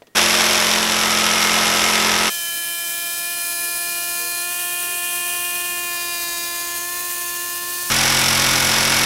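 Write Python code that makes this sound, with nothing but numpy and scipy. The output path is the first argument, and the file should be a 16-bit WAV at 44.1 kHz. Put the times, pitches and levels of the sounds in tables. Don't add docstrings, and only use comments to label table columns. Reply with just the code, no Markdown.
import sys
import numpy as np
from scipy import signal
from scipy.fft import rfft, irfft, next_fast_len
from scipy.io import wavfile
from scipy.ndimage import uniform_filter1d, map_coordinates

SR = 44100
rng = np.random.default_rng(int(sys.argv[2]) if len(sys.argv) > 2 else 0)


def master(y):
    cut = np.clip(np.atleast_2d(y).T, -1, 1)
    pcm = np.round(cut * 32767)
    wavfile.write(sys.argv[1], SR, pcm.astype(np.int16))


N = 399105

# (start_s, end_s)
START_S, FAST_S, EDGE_S = (.149, 2.302), (2.298, 7.902), (7.9, 9.06)


def sawing(span_s, speed, force, steady, knocks, tone, rise_s, overtones_db, clatter_db, rumble_db,
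           rasp_db, scatter_db):
    # freq_hz, relative density_db
    rumble_tone = [(15, -5), (150, -2), (400, -3), (900, -17), (4000, -50)]
    # freq_hz, width_hz, lift_db
    saw_modes = [(2210, 140, 1), (3580, 400, 2.5), (5510, 1120, 6), (7980, 1200, 2.5), (10040, 750, 4.5),
                 (11270, 1270, 6), (14800, 1200, 3.5)]
    # freq_hz, nominal side_minus_mid_db
    width = [(60, -21), (110, -13), (200, -30), (600, -21.5), (2500, -81.5), (8100, -9.5), (15000, -6.5)]
    t = times(span_s)
    turns = np.cumsum(follow(speed, t)[0]) / SR + .005 * drift(t, 25)
    shake_db, cut_db = follow(force, t)
    board = hum(t, turns, steady, waver_db=1.0, waver_rate_hz=7)

    strong = [round(order) for order, _ in steady]
    weak = [(order, 0) for order in range(6, 33) if order not in strong]
    comb = stack(t, turns, weak, waver_db=2.5, waver_rate_hz=3.7)
    board += amp(shake_db + overtones_db) * comb

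    strokes = clatter(t, turns, knocks, rasp_db, scatter_db)
    strokes = colour(strokes, tone, flatten=True)
    strokes = unit(resonances(strokes, saw_modes))
    strokes *= amp(cut_db + clatter_db) * effort(t, turns)

    rumble = unit(colour(rng.standard_normal(len(t)), rumble_tone))
    rumble *= amp(shake_db + rumble_db)
    return spread((board + strokes + rumble) * faded(t, rise_s, 0.013), width)


def clatter(t, turns, knocks, rasp_db, scatter_db, jitter_s=.00005, snap_s=0.00056, ring_s=0.01, ring_db=-4):
    lag_s = np.arange(SR // 20) / SR
    rings, blows = np.zeros(len(t)), np.zeros(len(t))
    for place, db in knocks:
        at = np.flatnonzero(np.diff(np.floor(turns - place)) > 0)
        late, size = rng.standard_normal((len(at), 2)).T
        at = np.clip(at + np.round(late * jitter_s * SR).astype(int), 0, len(t) - 1)
        train = np.zeros(len(t))
        train[at] = amp(db + scatter_db * size)
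        metal, wood = rng.standard_normal((2, len(lag_s)))
        wood = colour(wood, [(1500, 3.5), (3500, 12), (7000, -3), (14000, -20)])
        body = metal * np.exp(-lag_s / snap_s)
        body += amp(ring_db) * wood * np.exp(-lag_s / ring_s)
        rings += signal.fftconvolve(train, body)[:len(t)]
        blows += train
    bite = unit(signal.fftconvolve(blows, np.exp(-lag_s / 0.0016))[:len(t)])
    chips, dust = rng.standard_normal((2, len(t)))
    dust = colour(dust, [(2500, 7), (5000, -0.5), (9000, -2)])
    return unit(rings) + amp(rasp_db) * unit(chips * bite + 1.19 * dust)


def effort(t, turns):
    # peak_s, lift_db
    jolts = [(.181, 5.5), (.408, 3.5), (.498, 3.5)]
    mid_stroke_turns, jolt_s = .47, .004
    pulsing = 1 + .13 * np.cos(2 * np.pi * 2 * (turns - mid_stroke_turns))
    return pulsing * amp(sum(db * swell(t, s, jolt_s) for s, db in jolts))


def hum(t, turns, steady, waver_db, waver_rate_hz):
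    # stroke_rate_multiple (rounded in use), peak_s, half_length_s (to 1/e), peak_db
    swells = [(8, 0.28, 0.42, -37), (14, 0.39, 0.48, -32), (12, 1.06, 0.37, -41.5), (31, 1.6, 0.85, -42),
              (29, 1.7, 0.8, -32.5), (30, 1.7, .8, -37.5), (49, 1.7, 0.65, -33.5), (8.9, 2.36, 0.97, -36.5),
              (8.9, 2.3, 0.99, -34.5), (15.2, 3.06, 1, -43), (30, 3.6, 0.25, -31.5), (29, 3.92, 0.76, -36),
              (39, 3.85, .5, -43), (30, 4.1, 0.37, -37), (4, 4.25, 1.8, -43), (31, 4.1, 1.76, -38),
              (14, 3.95, 0.64, -42.5), (7, 4.2, 2.24, -33.5), (2, 5, 2.76, -41), (8.6, 5.16, 1.05, -39),
              (8, 5.47, 1.12, -36), (7, 5.65, 0.84, -33.5), (14, 6.3, 0.44, -37), (11, 6.28, 0.36, -42.5),
              (16, 6.2, .4, -42), (6, 6.4, 0.91, -44.5), (1, 6.47, 3.8, -44), (3, 6.83, 3.37, -37),
              (19, 6.7, 0.18, -38), (8, 7.42, 0.5, -42)]
    power = {round(order): amp(db) ** 2 for order, db in steady}
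    for order, peak_s, half_s, db in swells:
        if t[0] < peak_s < t[-1]:
            level = amp(db) * swell(t, peak_s, half_s, steepness=max(2, order // 3))
            power[round(order)] = power.get(round(order), 0) + level ** 2
    return sum(np.sqrt(p) * partial(t, turns, order, waver_db, waver_rate_hz) for order, p in power.items())


def stack(t, turns, orders, waver_db, waver_rate_hz):
    steers = [3.08, 3.35, 4.5, 5.63, 6.88]
    leg = np.searchsorted(steers, t)
    out = np.zeros(len(t))
    for order, db in orders:
        held = amp(db + rng.uniform(-5.2, 4.0, len(steers) + 1))[leg]
        smooth = uniform_filter1d(held, size=2048)
        out += smooth * partial(t, turns, order, waver_db, waver_rate_hz)
    return unit(out)


def partial(t, turns, order, waver_db, waver_rate_hz):
    sine = np.sin(2 * np.pi * (order * turns + rng.random()))
    return np.sqrt(2) * sine * amp(waver_db * drift(t, waver_rate_hz))


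def fast_sawing():
    # time_s, strokes_per_s
    speed = [(2.3, 344.7), (2.45, 340.8), (2.99, 342.6), (3.33, 346.6), (3.5, 344.9), (4.41, 348.3),
             (4.44, 350.1), (4.64, 351.7), (4.92, 350.5), (5.53, 351.2), (5.61, 352.6), (6.34, 345.3),
             (6.79, 347.0), (6.93, 351.6), (7.09, 352.4), (7.29, 349.1), (7.85, 352.9), (7.9, 350.6)]
    # time_s, fine_hiss_db, coarse_buzz_db
    levels = [(2.34, -25.5, -30), (2.65, -25, -35), (4.38, -26, -30.5), (4.57, -24.5, -34.5),
              (5.48, -24, -34.5), (5.68, -25.5, -32.5), (6.43, -27.5, -29.5), (6.92, -26, -33.5),
              (7.14, -25, -33), (7.64, -26.5, -33), (7.86, -25.5, -30.5)]
    # stroke_rate_multiple, level_db
    steady = [(4, -49), (5, -35.5), (7, -43.5), (9, -50), (12, -48)]
    # freq_hz, relative density_db
    hiss_tone = [(1000, -20), (2000, -7.5), (2800, -3), (3800, -6.5), (6500, -4), (8700, 2.5), (12000, 2.5),
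                 (15500, 1.5)]
    # freq_hz, relative density_db
    grit_tone = [(900, -8.5), (2400, -18), (4000, -1), (6300, 5), (8500, -2), (14000, -7)]
    # freq_hz, nominal side_minus_mid_db
    width = [(150, -13.5), (400, -18.5), (2400, -60), (12000, -55)]
    t = times(FAST_S)
    turns = np.cumsum(follow(speed, t)[0]) / SR + 0.0025 * drift(t, 45)
    hiss_db, buzz_db = follow(levels, t)
    whine = hum(t, turns, steady, waver_db=0.9, waver_rate_hz=20)

    middle, top = np.arange(10, 22), np.arange(22, 45)
    buzz = stack(t, turns, [(order, 0) for order in middle], waver_db=2.0, waver_rate_hz=6)
    buzz *= amp(buzz_db - 5.0)
    fizz = stack(t, turns, zip(top, -.2 * top), waver_db=2, waver_rate_hz=8)
    fizz *= amp(hiss_db - 8.5)

    geared = np.arange(7, 22)
    motor_lines = zip(geared + .29, -6 * np.log(geared))
    motor = amp(-42.0) * stack(t, turns, motor_lines, waver_db=5.0, waver_rate_hz=6.6)

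    throb = (1 + 0.15 * np.cos(2 * np.pi * turns)) * amp(0.88 * drift(t, 60))
    fine, coarse, low = rng.standard_normal((3, len(t))) * throb
    hiss = amp(hiss_db - 0.8) * unit(colour(fine, hiss_tone))
    hiss += amp(buzz_db - 4.5) * unit(colour(coarse, grit_tone))

    murmur = unit(colour(low, [(25, -1.5), (150, -0.5), (1200, 0), (3000, -8.0), (9000, -16.0)]))
    murmur *= amp(np.interp(t, [2.3, 5.5], [-50, -45]))
    sound = whine + buzz + fizz + motor + hiss + rasps(t, turns) + murmur
    return (spread(sound, width) + ports(whine)) * faded(t, 0.0018, 0.0021)


def rasps(t, turns, depth=0.59):
    # peak_s, half_length_s (to 1/e), centre_hz, width_hz, level_db (before the pulsing)
    bands = [(5.13, 0.65, 2930, 890, -41.5), (5.08, 0.64, 9600, 3000, -34.5),
             (7.04, 0.55, 6700, 820, -40.5), (3.87, 0.51, 13800, 1300, -37), (3.9, 0.96, 10300, 540, -39.5)]
    out = np.zeros(len(t))
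    for peak_s, half_s, hz, width_hz, db in bands:
        noise = band(len(t), hz, width_hz, order=3)
        out += amp(db) * swell(t, peak_s, half_s, steepness=10) * noise
    return out * (1 + depth * np.cos(2 * np.pi * turns))


def ports(x):
    # freq_hz, side_minus_mid_db
    port_offset = [(380, -34), (700, -9.5), (1100, -13.5), (1700, -48)]
    quarter = signal.hilbert(x, next_fast_len(len(x))).imag[:len(x)]
    offset = colour(quarter, port_offset)
    return np.array([offset, -offset])


def moans():
    # start_s, length_s, start_hz, end_hz, peak_db (rms at the crest)
    glides = [(3.58, 0.21, 418, 470, -52), (4.14, 0.21, 474, 486, -45), (4.818, .2, 413, 385, -47)]
    out = np.zeros((2, N))
    for s, length_s, from_hz, to_hz, db in glides:
        t = times((0, length_s))
        turns = np.cumsum(np.linspace(from_hz, to_hz, len(t))) / SR + 0.048 * drift(t, 47)
        add(out, s, amp(db) * np.sqrt(2) * np.sin(2 * np.pi * turns) * np.hanning(len(t)))
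    return out


def handling():
    # start_s, level_db (before halving), centre_hz, width_hz, decay_s
    clicks = [(0.02, -30, 620, 300, 0.0077), (.02, -38, 2800, 3500, .006), (.021, -56, 1880, 70, .14),
              (0.07, -40.5, 3000, 5000, 0.0065), (.078, -48, 400, 200, 0.015)]
    out, lag_s = np.zeros((2, N)), np.arange(SR // 2) / SR
    for s, db, hz, width_hz, decay_s in clicks:
        add(out, s, amp(db) * band(len(lag_s), hz, width_hz, order=2) * np.exp(-lag_s / decay_s) / 2)
    return out


def room_tone():
    # freq_hz, relative density_db
    tone = [(30, -8), (300, -1), (900, -11), (5000, -20), (15000, -22)]
    return amp(-58) * unit(colour(rng.standard_normal(N), tone))


def spread(x, width):
    z = signal.stft(x, nperseg=512)[2]
    scrambled = z * np.exp(2j * np.pi * rng.random(z.shape))
    diffuse = 2 * signal.istft(scrambled)[1][:len(x)]
    side = colour(diffuse, width)
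    return np.array([x + side, x - side])


def resonances(x, modes):
    hz = np.geomspace(1000, SR / 2, num=300)
    db = np.zeros(len(hz))
    for mode_hz, width_hz, lift_db in modes:
        db += lift_db / (1 + (2 * (hz - mode_hz) / width_hz) ** 4)
    return colour(x, np.column_stack([hz, db]))


def band(count, hz, width_hz, order):
    size = next_fast_len(count)
    off = 2 * (np.fft.rfftfreq(size, 1 / SR) - hz) / width_hz
    spectrum = rfft(rng.standard_normal(size)) / np.sqrt(1 + off ** (2 * order))
    return unit(irfft(spectrum, size)[:count])


def colour(x, points, flatten=False):
    size = next_fast_len(len(x) + 2048)
    z, hz = rfft(x, size), np.fft.rfftfreq(size, 1 / SR)
    if flatten:
        z = z / np.sqrt(uniform_filter1d(abs(z) ** 2, size=size // 200) + 1e-12)
    f, db = np.transpose(points)
    gain = amp(np.interp(np.log(hz + 1), np.log(f + 1), db))
    return irfft(z * gain, size)[:len(x)]


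def drift(t, rate_hz):
    knots = rng.standard_normal(4096)
    coarse = t[::32]
    return np.interp(t, coarse, map_coordinates(knots, [coarse * rate_hz], order=3, mode="wrap"))


def swell(t, peak_s, half_s, steepness=2):
    return np.exp(-abs((t - peak_s) / half_s) ** steepness)


def faded(t, rise_s, fall_s):
    return np.clip((t - t[0]) / rise_s, 0, 1) * np.clip((t[-1] - t) / fall_s, 0, 1)


def amp(db):
    return 10 ** (np.asarray(db) / 20)


def unit(x):
    return x / np.sqrt(np.mean(x ** 2) + 1e-20)


def times(span_s):
    return np.arange(round(span_s[0] * SR), round(span_s[1] * SR)) / SR


def follow(rows, t):
    s, *columns = np.transpose(rows)
    return [np.interp(t, s, c) for c in columns]


def add(mix, s, sound):
    part = mix[:, round(s * SR):][:, :sound.shape[-1]]
    part += sound[..., :part.shape[1]]


def scene():
    # time_s, strokes_per_s
    speed_in = [(.17, 43.9), (.37, 44.35), (.75, 43.65), (1.2, 43.48), (1.6, 43.54), (2.28, 43.15)]
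    speed_out = [(7.92, 43.83), (8.65, 43.96), (9.03, 43.78)]
    # time_s, board_shake_db, clatter_db
    force_in = [(0.15, -24.5, -16.5), (0.7, -32, -18), (0.8, -29, -19.5), (1.6, -27, -18),
                (2.3, -24.5, -19)]
    force_out = [(7.9, -29.5, -17.5), (9.05, -27, -18)]
    # stroke_rate_multiple, level_db
    hum_in = [(1, -52), (2, -47.5), (3, -50), (4, -40), (5, -32.5), (8, -40.5), (10, -43.5), (19, -40),
              (23, -40.5)]
    hum_out = [(1, -41.5), (2, -41), (3, -33.5), (4, -46), (5, -34), (7, -38.5), (8, -41.5), (12, -39),
               (13, -41.5), (19, -40.5), (33, -34.5), (50, -35), (51, -35)]
    # place_turns, relative level_db
    knocks_in = [(.07, -3.5), (.42, -9), (.56, -3), (.88, -2)]
    knocks_out = [(.06, 1.5), (0.611, -4), (.77, 2.5), (.87, -1)]
    # freq_hz, relative density_db
    tone_in = [(210, -33), (350, -7.5), (620, -4), (1800, -2), (3000, -2), (4400, -7.5), (6500, -9),
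               (9000, -16), (11500, -16.5), (13000, -23), (15800, -32)]
    tone_out = [(210, -24), (350, -10), (600, -9.5), (770, -1.5), (2400, -0.5), (4100, -4), (6000, -6),
                (9000, -11.5), (11500, -13.5), (12500, -15), (15800, -24)]
    mix = handling() + moans() + room_tone()
    first_cut = sawing(START_S, speed_in, force_in, hum_in, knocks_in, tone_in, rise_s=0.0071,
                       overtones_db=-6.0, clatter_db=1.18, rumble_db=-16.5, rasp_db=2.3, scatter_db=1.36)
    near_edge = sawing(EDGE_S, speed_out, force_out, hum_out, knocks_out, tone_out, rise_s=0.00056,
                       overtones_db=-7.5, clatter_db=0.92, rumble_db=-10.5, rasp_db=6.5, scatter_db=0.5)
    add(mix, START_S[0], first_cut)
    add(mix, FAST_S[0], fast_sawing())
    add(mix, EDGE_S[0], near_edge)
    return mix


def record(dry):
    cutoff_hz = 15850
    rounded = dry / (1 + dry ** 4) ** .25
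    lowpass = signal.firwin(1023, cutoff_hz, window=("kaiser", 9), fs=SR)
    return signal.oaconvolve(rounded, lowpass[None], "same", axes=1)


dry = scene()
out = record(dry)
master(out)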